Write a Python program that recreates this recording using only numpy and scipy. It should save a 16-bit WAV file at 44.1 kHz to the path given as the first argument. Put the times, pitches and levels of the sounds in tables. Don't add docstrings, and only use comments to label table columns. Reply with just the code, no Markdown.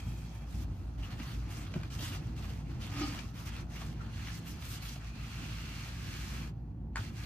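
import sys
import numpy as np
from scipy import signal
from scipy.fft import rfft, irfft, next_fast_len
from scipy.io import wavfile
from scipy.ndimage import uniform_filter1d

SR = 44100
rng = np.random.default_rng(int(sys.argv[2]) if len(sys.argv) > 2 else 0)


def waveform_to_disk(signal):
    frames = np.transpose(np.atleast_2d(signal))
    scaled = np.clip(frames, -1, 1) * 32767
    samples = np.round(scaled).astype(np.int16)
    wavfile.write(sys.argv[1], SR, samples)


def makeup_ratio(level_db):
    decades = np.asarray(level_db, float) / 20
    return 10 ** decades


N = 319725


def rms_one(x):
    return x / np.sqrt(np.mean(x ** 2) + 1e-20)


def in_time(rows, outside=None):
    s, *columns = np.transpose(rows)
    return [np.interp(np.arange(N) / SR, s, column, outside, outside) for column in columns]


def at_hz(points, hz):
    points_hz, values = np.array(points).T
    return np.interp(np.log(hz), np.log(points_hz), values)


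def drift(rate_hz):
    thinning, warm_up = 40, 2000
    r = np.exp(-2 * thinning * np.pi * rate_hz / SR)
    noise = rng.standard_normal(N // thinning + warm_up + 2)
    slow = signal.lfilter([1], [1, -2 * r, r * r], noise)[warm_up:]
    return np.interp(np.arange(N) / thinning, np.arange(len(slow)), rms_one(slow))


def low_pass(x, hz, order=2):
    return signal.sosfilt(signal.butter(order, hz, fs=SR, output="sos"), x)


def high_pass(x, hz):
    return signal.sosfilt(signal.butter(2, hz, "high", fs=SR, output="sos"), x)


def resonate(x, hz, width_hz):
    r = np.exp(-np.pi * width_hz / SR)
    zeros = np.array([1, 0, -1]) * (1 - r * r) / 2
    return signal.lfilter(zeros, [1, -2 * r * np.cos(2 * np.pi * hz / SR), r * r], x)


def body(x, resonances):
    modes = [makeup_ratio(db) * resonate(x, hz, width_hz) for hz, width_hz, db in resonances]
    return rms_one(sum(mode * (-1) ** k for k, mode in enumerate(modes)))


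def burst(seconds, t60_s):
    t = np.arange(round(seconds * SR)) / SR
    return rng.standard_normal(len(t)) * makeup_ratio(-60 * t / t60_s)


def bands(white, spectrum, count):
    # (frequency [Hz], left-right likeness [0..1])
    likeness = [(40, 0.92), (150, 1), (300, 0.79), (600, 0.68), (1200, 0.22), (2500, 0.83), (6000, 0.025),
                (12000, 0.02)]
    # (frequency [Hz], left over right [dB])
    lean = [(60, -0.5), (110, 0.5), (200, -4.5), (380, 4), (700, -1.5), (1290, 1), (2370, -4.5), (4380, -2),
            (8090, 1), (14900, 0)]
    edges = np.geomspace(spectrum[0][0], min(spectrum[-1][0], .45 * SR), count + 1)
    for k, (low, high) in enumerate(zip(edges, edges[1:])):
        band_filter = signal.butter(2, [low, high], "band", fs=SR, output="sos")
        mid, side = signal.sosfilt(band_filter, white[k % 2])
        hz = np.sqrt(low * high)
        alike = np.clip(at_hz(likeness, hz), 0, 1)
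        lean_db = at_hz(lean, hz) / 2
        pair = np.sqrt(1 + alike) * mid + np.sqrt(1 - alike) * side * [[1], [-1]]
        yield hz, makeup_ratio(at_hz(spectrum, hz)) * pair * makeup_ratio(np.array([[lean_db], [-lean_db]]))


def steady(spectrum, level_db, patchy_db, count):
    parts = bands(rng.standard_normal((2, 2, N)), spectrum, count)
    return makeup_ratio(level_db) * rms_one(sum(band * makeup_ratio(patchy_db * drift(5.4)) for hz, band in parts))


def blower():
    # (multiple of the blower pitch [1], level [dB])
    overtone_table = [(2, -9), (3, -9), (4, -17.5), (5, -21), (6, -30)]
    # (time [s], level [dB])
    room_mode_level = [(0, -74), (.45, -65), (.65, -45), (1.55, -51), (1.75, -64), (2.1, -48), (2.35, -49),
                       (3.1, -52), (3.6, -80), (4.2, -60), (5, -50), (7.25, -57)]
    t = np.arange(N) / SR
    speeds_up_s, slow_hz, fast_hz, wobble_hz = 6.2, 56.18, 57.63, 0.21
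    hz = np.where(t < speeds_up_s, slow_hz, fast_hz) + wobble_hz * drift(3.0)
    tone_db = -46 + 3 * drift(2.2)
    turn = 2 * np.pi * np.cumsum(hz) / SR
    overtones = sum(makeup_ratio(db + 2.1 * drift(4.1)) * np.cos(k * turn + 0.5 * drift(3.6))
                    for k, db in overtone_table)
    pulse = makeup_ratio(tone_db) * np.cos(turn) + makeup_ratio(np.mean(tone_db)) * overtones
    room_mode_db, = in_time(room_mode_level)
    room_mode_hz, hum_hz = 51, 119.84
    room_mode = makeup_ratio(room_mode_db) * np.sin(2 * np.pi * room_mode_hz * t + 1.5 * drift(1.0))
    hum = makeup_ratio(-53.5 + 2.2 * drift(0.59)) * np.sin(2 * np.pi * hum_hz * t)
    return np.sqrt(2) * (room_mode + hum - pulse)


def ventilation():
    # (frequency [Hz], density [dB per Hz])
    rumble = [(15, -62), (25, -18), (29, -49), (36, -27), (59, -3.5), (81, -8), (103, -5), (155, -11),
              (184, -14.5), (226, -6), (317, -33.5), (353, -28), (450, -53), (580, -78), (990, -120)]
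    # (frequency [Hz], density [dB per Hz])
    room_air = [(240, -49), (400, -5), (445, -11.5), (503, -12), (652, -22), (760, -6.5), (832, -4),
                (926, -14), (1020, -18), (1510, -23.5), (3000, -38), (6500, -40), (7400, -50), (15400, -39)]
    # (frequency [Hz], width [Hz], level [dB])
    duct_modes = [(95, 36, -2.5), (116, 13, 9.5), (152.4, 4, -1), (183.8, 14.7, -2.5), (227, 26, -11),
                  (309, 130, -17.5), (357, 15, -2.5)]
    # (time [s], level [dB])
    flow = [(0.0, -41), (0.3, -46.5), (0.64, -41), (0.83, -43.5), (2.79, -41.5), (3.03, -42), (3.71, -44.5),
            (4.26, -42.5), (4.78, -47), (6.46, -43.5), (6.78, -45), (7.25, -43)]
    flow_db, = in_time(flow)
    deep_db = 0.89 * flow_db
    upper_db = 0.97 * flow_db + 2 * drift(3.7)
    duct = steady(rumble, -46, patchy_db=2.0, count=11)
    duct = duct + makeup_ratio(-48.5) * body(duct, duct_modes)
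    deep = makeup_ratio(deep_db - np.mean(deep_db)) * low_pass(duct, 200)
    upper = makeup_ratio(upper_db - np.mean(upper_db)) * high_pass(duct, 200)
    return blower() + deep - upper + steady(room_air, -66.5, patchy_db=1.5, count=16)


def knocks():
    # (time [s], peak [dB], pitch [Hz], decay
    # time T60 [s])
    knock_table = [(1.2, -36, 237, 0.086), (1.7551, -21.5, 150, 0.11), (1.759, -24.5, 220, 0.045),
                   (1.757, -32.5, 354, 0.08), (2, -40, 580, 0.03), (3.014, -29.5, 283, 0.17),
                   (3.034, -32, 280, 0.15), (3.075, -38.5, 270, 0.23), (4.959, -57, 226, 0.068),
                   (6.9886, -26.5, 103, 0.15), (0.063, -28, 95.5, 0.14), (0.709, -28.5, 96, 0.15)]
    out, t = np.zeros(N + SR), np.arange(SR // 4) / SR
    padding = (1 - np.exp(-t / 0.0023)) ** 2
    for s, peak_db, hz, t60_s in knock_table:
        phase = 2 * np.pi * hz * t * (1 + .15 * np.exp(-t / .015))
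        board = np.sin(phase) * makeup_ratio(-60 * t / t60_s)
        puff = rms_one(resonate(burst(.25, .5 * t60_s), 2.5 * hz, 1.0 * hz))
        at = round(s * SR)
        out[at:at + len(t)] += makeup_ratio(peak_db) * (board + 0.018 * puff) * padding
    return out[:N]


def dragged_can():
    # (time [s], level [dB])
    drag = [(2.9, -61), (2.94, -56), (2.984, -51), (3.012, -44), (3.032, -41), (3.066, -50), (3.11, -53),
            (3.14, -62), (3.2, -88)]
    # (frequency [Hz], width [Hz], level [dB])
    can_modes = [(284, 27.5, 6.5), (789, 50, -10), (1240, 35, -9.5), (1888, 26, -18), (2240, 53, -11),
                 (2950, 24, -11), (3530, 81, -19), (4150, 67, -16), (4600, 54, -8.5), (4900, 30, -30),
                 (4900, 40, -13), (5230, 100, -10)]
    level_db, = in_time(drag, outside=-120)
    slips = rng.standard_normal(N)
    modes = 0
    for hz, width_hz, db in can_modes:
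        mode = resonate(resonate(slips, hz, 1.3 * width_hz), hz, 2.0 * width_hz)
        modes = modes + makeup_ratio(db) * rms_one(mode)
    return makeup_ratio(level_db) * modes


def hinge_taps():
    # (time [s], peak [dB])
    tap_table = [
        (6.9578, -28),
        (6.9645, -35),
        (6.970, -32),
        (6.9775, -38),
    ]
    # (frequency [Hz], level [dB], free decay time T60 [s])
    hinge_modes = [(1087, 5, 0.42), (1515, 8, 0.11), (1850, -6, 0.44), (2260, -15, 0.098),
                   (2340, -15, 0.17), (3180, -17, 0.23), (4420, 0, 0.16), (5512, -15, 0.1),
                   (7400, -6, 0.012), (8829, -38, 5.0)]
    padded_t60_s = .022
    out, t = np.zeros(N + SR), np.arange(SR // 4) / SR
    for s, peak_db in tap_table:
        modes = 0
        for hz, db, t60_s in hinge_modes:
            fade_db = db + rng.normal(0, 1.3) - 60 * t / min(t60_s, padded_t60_s)
            modes = modes + makeup_ratio(fade_db) * np.sin(2 * np.pi * hz * t)
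        skid = burst(len(t) / SR, .035)
        scrape = 8 * resonate(resonate(skid, 1300, 1300), 1300, 1800)
        scrape = scrape + resonate(resonate(skid, 4800, 4500), 4800, 4500)
        scrape = scrape + 3 * resonate(skid * makeup_ratio(-60 * t / .02), 7400, 1800)
        at = round(s * SR)
        out[at:at + len(t)] += makeup_ratio(peak_db - 11) * (.7 * modes + scrape)
    return low_pass(out[:N], 8400, order=6)


def snaps():
    # (time [s], peak [dB], colour [Hz], broad crack share [dB], left over right [dB])
    snap_table = [(1.028, -37.5, 2860, -25, 1), (1.1175, -43, 1888, -10, 8), (1.195, -41, 1320, 1, 7),
                  (1.6645, -44.5, 1237, 3.5, -4), (1.902, -49, 1240, 7, -1.0),
                  (1.9882, -35.5, 3090, -12, 6), (2.077, -45, 1930, 9.5, -1.5), (2.375, -53, 1230, 7, 0.0),
                  (2.8185, -34.5, 3260, -21, -5), (3.188, -50.5, 1970, 11.5, 18),
                  (3.7557, -38.5, 2170, -17, -2), (3.814, -36.5, 930, -5, 0.5),
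                  (4.466, -40.5, 2720, -15, -1), (4.622, -43, 2300, 0, -1.5)]
    # (time [s], peak [dB], colour [Hz], broad crack share [dB],
    # left over right [dB])
    tick_table = [(1.7384, -38.5, 2400, -1, 0), (1.739, -36, 1450, -10, 0), (1.7395, -39, 650, -12, 0),
                  (1.7386, -43, 3750, -12, 0), (1.8005, -41, 1560, -16, 0), (1.8322, -35, 1530, -8, -1),
                  (4.0113, -45, 1340, -16, -1), (4.2712, -41, 1700, -3, -1), (4.283, -38, 2300, -3, -1),
                  (4.623, -42, 1500, -3, -1), (4.960, -39, 600, -8, 0)]
    out = np.zeros((2, N + SR))
    t = np.arange(round(.15 * SR)) / SR
    soft = 1 - np.exp(-t / .003)
    hard = (1 - np.exp(-t / .0006)) * makeup_ratio(-60 * t / .065)
    onsets = [soft] * len(snap_table) + [hard] * len(tick_table)
    for (s, peak_db, hz, crack_db, pan_db), onset in zip(snap_table + tick_table, onsets):
        crack = 3 * resonate(resonate(burst(.15, .035), 1500, 5000), 1500, 5000)
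        crack = low_pass(crack, 5800)
        ring = resonate(burst(.15, .075), hz, 0.16 * hz)
        sound = (ring / np.abs(ring).max() + makeup_ratio(crack_db) * crack) * onset
        sides_db = np.array([[pan_db], [-pan_db]]) / 2
        at = round(s * SR)
        out[:, at:at + len(t)] += makeup_ratio(peak_db - 2 + sides_db) * sound
    return out[:, :N]


def scuffs():
    # (start [s], length [s], from [Hz], to [Hz], level [dB])
    scuff_table = [(1.016, .045, 2830, 2950, -59), (1.179, 0.033, 1850, 1900, -59),
                   (1.21, .03, 2580, 3100, -60), (2.951, 0.12, 1250, 1240, -50.5),
                   (2.98, 0.066, 6300, 6150, -56), (2.99, .07, 4630, 4500, -58),
                   (3.0, 0.055, 4150, 4100, -59), (2.99, 0.092, 800, 780, -55),
                   (3.75, .035, 2160, 2130, -58), (3.765, .035, 2730, 3080, -55),
                   (3.998, 0.03, 1406, 1316, -52.5), (4.273, 0.04, 1666, 1700, -54),
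                   (4.969, .43, 2500, 2650, -61), (5.294, 0.61, 2573, 2840, -59.5),
                   (5.284, 0.31, 1370, 1480, -65), (5.739, .72, 1620, 1693, -63),
                   (6.197, 0.36, 1072, 1066, -65), (1.105, .035, 4300, 4300, -62),
                   (1.22, .025, 6200, 6200, -65), (1.263, .035, 4470, 4600, -61),
                   (1.31, 0.022, 2900, 3130, -65), (1.655, 0.034, 3300, 3400, -63),
                   (1.761, 0.083, 1444, 1550, -59), (1.912, .04, 3000, 2720, -60),
                   (2.017, 0.037, 4800, 4800, -55), (2.017, .05, 1910, 1950, -57),
                   (2.125, .04, 2800, 2800, -58), (2.962, .05, 5300, 5500, -61),
                   (3.0, .09, 2340, 2200, -55), (2.997, 0.082, 3100, 2930, -53),
                   (3.04, .04, 5130, 5050, -62), (3.067, .05, 4800, 4650, -62),
                   (3.15, 0.066, 2890, 2950, -58), (4.262, .035, 2510, 3400, -58),
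                   (1.737, 0.024, 750, 600, -54), (1.738, 0.018, 1250, 1200, -57),
                   (6.957, 0.027, 650, 597, -53), (6.964, .008, 4800, 4900, -49),
                   (6.957, .006, 7300, 7200, -49)]
    out = np.zeros((2, N + SR))
    for s, seconds, from_hz, to_hz, level_db in scuff_table:
        slow = seconds > .2
        width_hz = (.11 if slow else .055) * from_hz
        white = rng.standard_normal((2, 2, 4 * SR // 5 if slow else SR // 5))
        shake = low_pass(white, width_hz / 2)[..., 2000:]
        way = np.linspace(0, 1, round(seconds * SR))
        turn = 2 * np.pi * np.cumsum(from_hz + (to_hz - from_hz) * way) / SR
        shake = shake[..., :len(way)] / np.std(shake)
        both, apart = shake[:, 0] * np.cos(turn) + shake[:, 1] * np.sin(turn)
        both = .8 * both + .8 * (seconds < .2) * np.sin(turn)
        at = round(s * SR)
        whistle = both + 0.68 * apart * [[1], [-1]]
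        out[:, at:at + len(way)] += makeup_ratio(level_db) * np.sin(np.pi * way) * whistle
    return out[:, :N]


def strokes():
    # (firmest [s], rise [s], fall [s], level [dB], brightness [dB])
    frame_strokes = [
        (0.0, 0.02, 0.0075, -54, 2.5),
        (0.087, 0.22, 0.433, -67, 7),
        (0.631, 0.18, 0.019, -63.5, 7.5),
    ]
    # (firmest [s], rise [s], fall [s], level [dB], brightness [dB])
    folds = [(0.784, 0.12, 0.141, -79.5, 19), (1.049, 0.081, 0.055, -57, -5),
             (1.109, 0.013, 0.057, -55.5, -3.5), (1.241, 0.1, 0.21, -56.5, -0.5),
             (1.455, 0.051, 0.11, -61, -5.5), (1.522, 0.043, 0.17, -57.5, 4.5),
             (1.78, 0.22, 0.15, -61, -3.5), (1.94, 0.045, 0.054, -55.5, 3.5), (2.042, 0.078, 0.08, -51, 6),
             (2.128, 0.021, 0.075, -51.5, 1.5), (2.221, 0.076, 0.17, -63, -4),
             (2.395, 0.042, 0.26, -58.5, 0), (2.746, 0.13, 0.09, -63, -5), (2.828, 0.036, 0.087, -55, 0.7),
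             (3.034, 0.18, 0.21, -48.5, -4), (3.165, 0.02, 0.18, -58.5, -1),
             (3.413, 0.083, 0.045, -55.5, 2.8), (3.467, 0.014, 0.041, -52.5, 3),
             (3.556, 0.084, 0.093, -54, -4), (3.773, 0.082, 0.19, -56.5, 0.5),
             (4.059, 0.15, 0.084, -62, -7.5)]
    # (firmest [s], rise [s], fall [s], level [dB], brightness [dB])
    wipes = [(4.28, 0.2, 0.11, -54, -3.5), (4.365, 0.12, 0.039, -57, 10), (4.487, 0.049, 0.082, -62, 23),
             (4.661, 0.074, 0.012, -56.5, 11), (4.715, 0.062, 0.086, -55.5, 12.5),
             (4.875, 0.083, 0.12, -54.5, 6), (5.061, 0.08, 0.072, -58, -6),
             (5.214, 0.092, 0.58, -57.5, -4.5), (5.539, 0.36, 0.94, -54, -2.5),
             (6.239, 0.31, 0.28, -53.5, 1.3), (6.975, 0.023, 0.04, -55, 0), (7.025, 0.047, 0.1, -54, -1.5),
             (7.29, 0.18, 0.027, -53.5, -2)]
    # (firmest [s], rise [s], fall [s], level [dB], brightness [dB])
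    presses = [
        (3.95, 0.25, 0.34, -73, 1),
        (4.6, 0.45, 0.58, -61, -3),
        (5.08, 0.074, .15, -73, 8),
        (5.88, 0.23, 0.031, -57.5, 0),
        (6.43, 0.14, 0.057, -57, -5.5),
        (6.956, .035, .01, -76, -5),
    ]
    # (ring of the wood [dB], dull cloth [dB])
    motions = [
        (-8.5, 0.5),
        (-10, -1),
        (-8, -7),
        (-5.5, -2),
        (-6.5, 5),
    ]
    hop = 32
    t = np.arange(0, N, hop) / SR
    moves = np.array(frame_strokes + folds + wipes + presses)
    firm, rise, fall, level_db, bright_db = moves.T[:, :, None]
    way = np.clip(1 - np.maximum((firm - t) / rise, (t - firm) / fall), 0, 1)
    touch = np.sin(way * np.pi / 2) ** (2 * 0.83)
    touch = uniform_filter1d(touch, max(round(0.014 * SR / hop), 1), axis=1)
    rest_from_s, rest_to_s = 6.49, 6.957
    resting = (t > rest_from_s) & (t < rest_to_s)
    rested = resting * (t - rest_from_s)
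    linger_db = -78.5
    sleeve_db = np.maximum(-72 - 400 * rested, linger_db - 28 * rested)
    power = np.vstack([touch * makeup_ratio(2 * level_db), makeup_ratio(2 * sleeve_db)])
    counts = [len(frame_strokes), len(folds), len(wipes), len(presses), 1]
    kind = np.repeat(motions, counts, axis=0)
    traits = np.column_stack([np.append(bright_db, 0), kind])
    colour = traits.T @ power / power.sum(axis=0)
    colour[0] = np.where(resting & (sleeve_db < linger_db), -9, colour[0])
    return in_time(np.transpose([t, 10 * np.log10(power.sum(axis=0)), *colour]))


def rubbing():
    # (frequency [Hz], density [dB per Hz])
    paper = [(260, -60), (450, -0.5), (596, -3.5), (671, 0.5), (888, -5.5), (1060, 2), (1910, -5),
             (2690, -2.5), (3510, -6.5), (6240, -8), (8390, -16.5), (12900, -20.5), (15400, -4)]
    # (frequency [Hz], width [Hz], level [dB])
    door_modes = [(1056, 10, 5), (1320, 33, -0.5), (1683, 9.3, 4.5), (2013, 19, 5), (2330, 130, 5),
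                  (2686, 51, 7), (4190, 145, 5), (4760, 34, 4)]
    # (frequency [Hz], width [Hz], level [dB])
    jamb_modes = [(1370, 60, -4), (2360, 120, -4), (2670, 60, 0), (3320, 110, 0), (3820, 40, -7),
                  (6650, 60, -8)]
    level_db, bright_db, press_db, dull_db = strokes()
    t = np.arange(N) / SR
    flutter = np.where((t > 5.2) & (t < 6.5), .4, 1)
    grains_per_s = 2500
    grain_size = makeup_ratio(3.5 * np.minimum(rng.exponential(1, N), 5))
    caught = (rng.random(N) < grains_per_s / SR) * grain_size
    grain = (1 + makeup_ratio(-6) * rms_one(caught)) * makeup_ratio(flutter * .9 * drift(21.6))
    friction = rng.standard_normal((2, 2, N)) * rms_one(grain)
    swing_db = np.maximum(level_db, -72) - np.median(level_db)
    shares = [dull_db + (0.58 - 1) * swing_db, 0, 0.53 * bright_db, bright_db]
    corners = np.log([750, 2000, 5000, 11000])
    even, shaded = 0, 0
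    for hz, band in bands(friction, paper, count=14):
        weights = [np.interp(np.log(hz), corners, one) for one in np.eye(4)]
        colour_db = sum(w * share for w, share in zip(weights, shares) if w > 0)
        even = even + band
        shaded = shaded + band * makeup_ratio(colour_db + flutter * 1.5 * drift(16.3))
    push = friction[0, 0] + 1.1 * friction[0, 1] * [[1], [-1]]
    wood = np.where(t < .45, 2 * body(push, jamb_modes), body(push, door_modes))
    return makeup_ratio(level_db + 5.0) * (shaded / np.std(even) + makeup_ratio(press_db) * wood)


def hallway(x):
    t60_s, wall_cut_hz, thin_hz = 0.11, 4800, 500
    size = next_fast_len(N + SR)
    turn = 2 * np.pi * np.arange(size // 2 + 1) / size
    dull = 1 / (1 + 1j * turn * SR / (2 * np.pi * wall_cut_hz))
    thin = 1j * turn / (1j * turn + 2 * np.pi * thin_hz / SR)
    echo = np.zeros((2, len(turn)), complex)
    lags = (rng.uniform(.011, .045, 20) * SR).astype(int)
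    for k, lag in enumerate(lags):
        loop = makeup_ratio(-60 * lag / SR / t60_s) * dull * np.exp(-1j * turn * lag)
        echo[k % 2] += loop / (1 - loop) * (-1) ** (k // 2)
    return irfft(rfft(x, size) * echo * thin, size)[:, :N]


def scene():
    air, rub = ventilation(), rubbing()
    hits = dragged_can() + hinge_taps() + knocks() + snaps()
    into_hall = makeup_ratio(-4) * hits.mean(axis=0) + makeup_ratio(-4.5) * rub.mean(axis=0)
    return hits + rub + hallway(into_hall) + air + scuffs()


def top_cut(x):
    return signal.sosfilt(signal.butter(12, 15530, fs=SR, output="sos"), x)


def record(dry):
    right_lag = 3
    mix = np.array([dry[0], np.roll(dry[1], right_lag)])
    mix = high_pass(mix, 30)
    mix = signal.sosfilt(signal.cheby2(14, 60, 15850, fs=SR, output="sos"), mix)
    return top_cut(mix)


dry = scene()
out = record(dry)
waveform_to_disk(out)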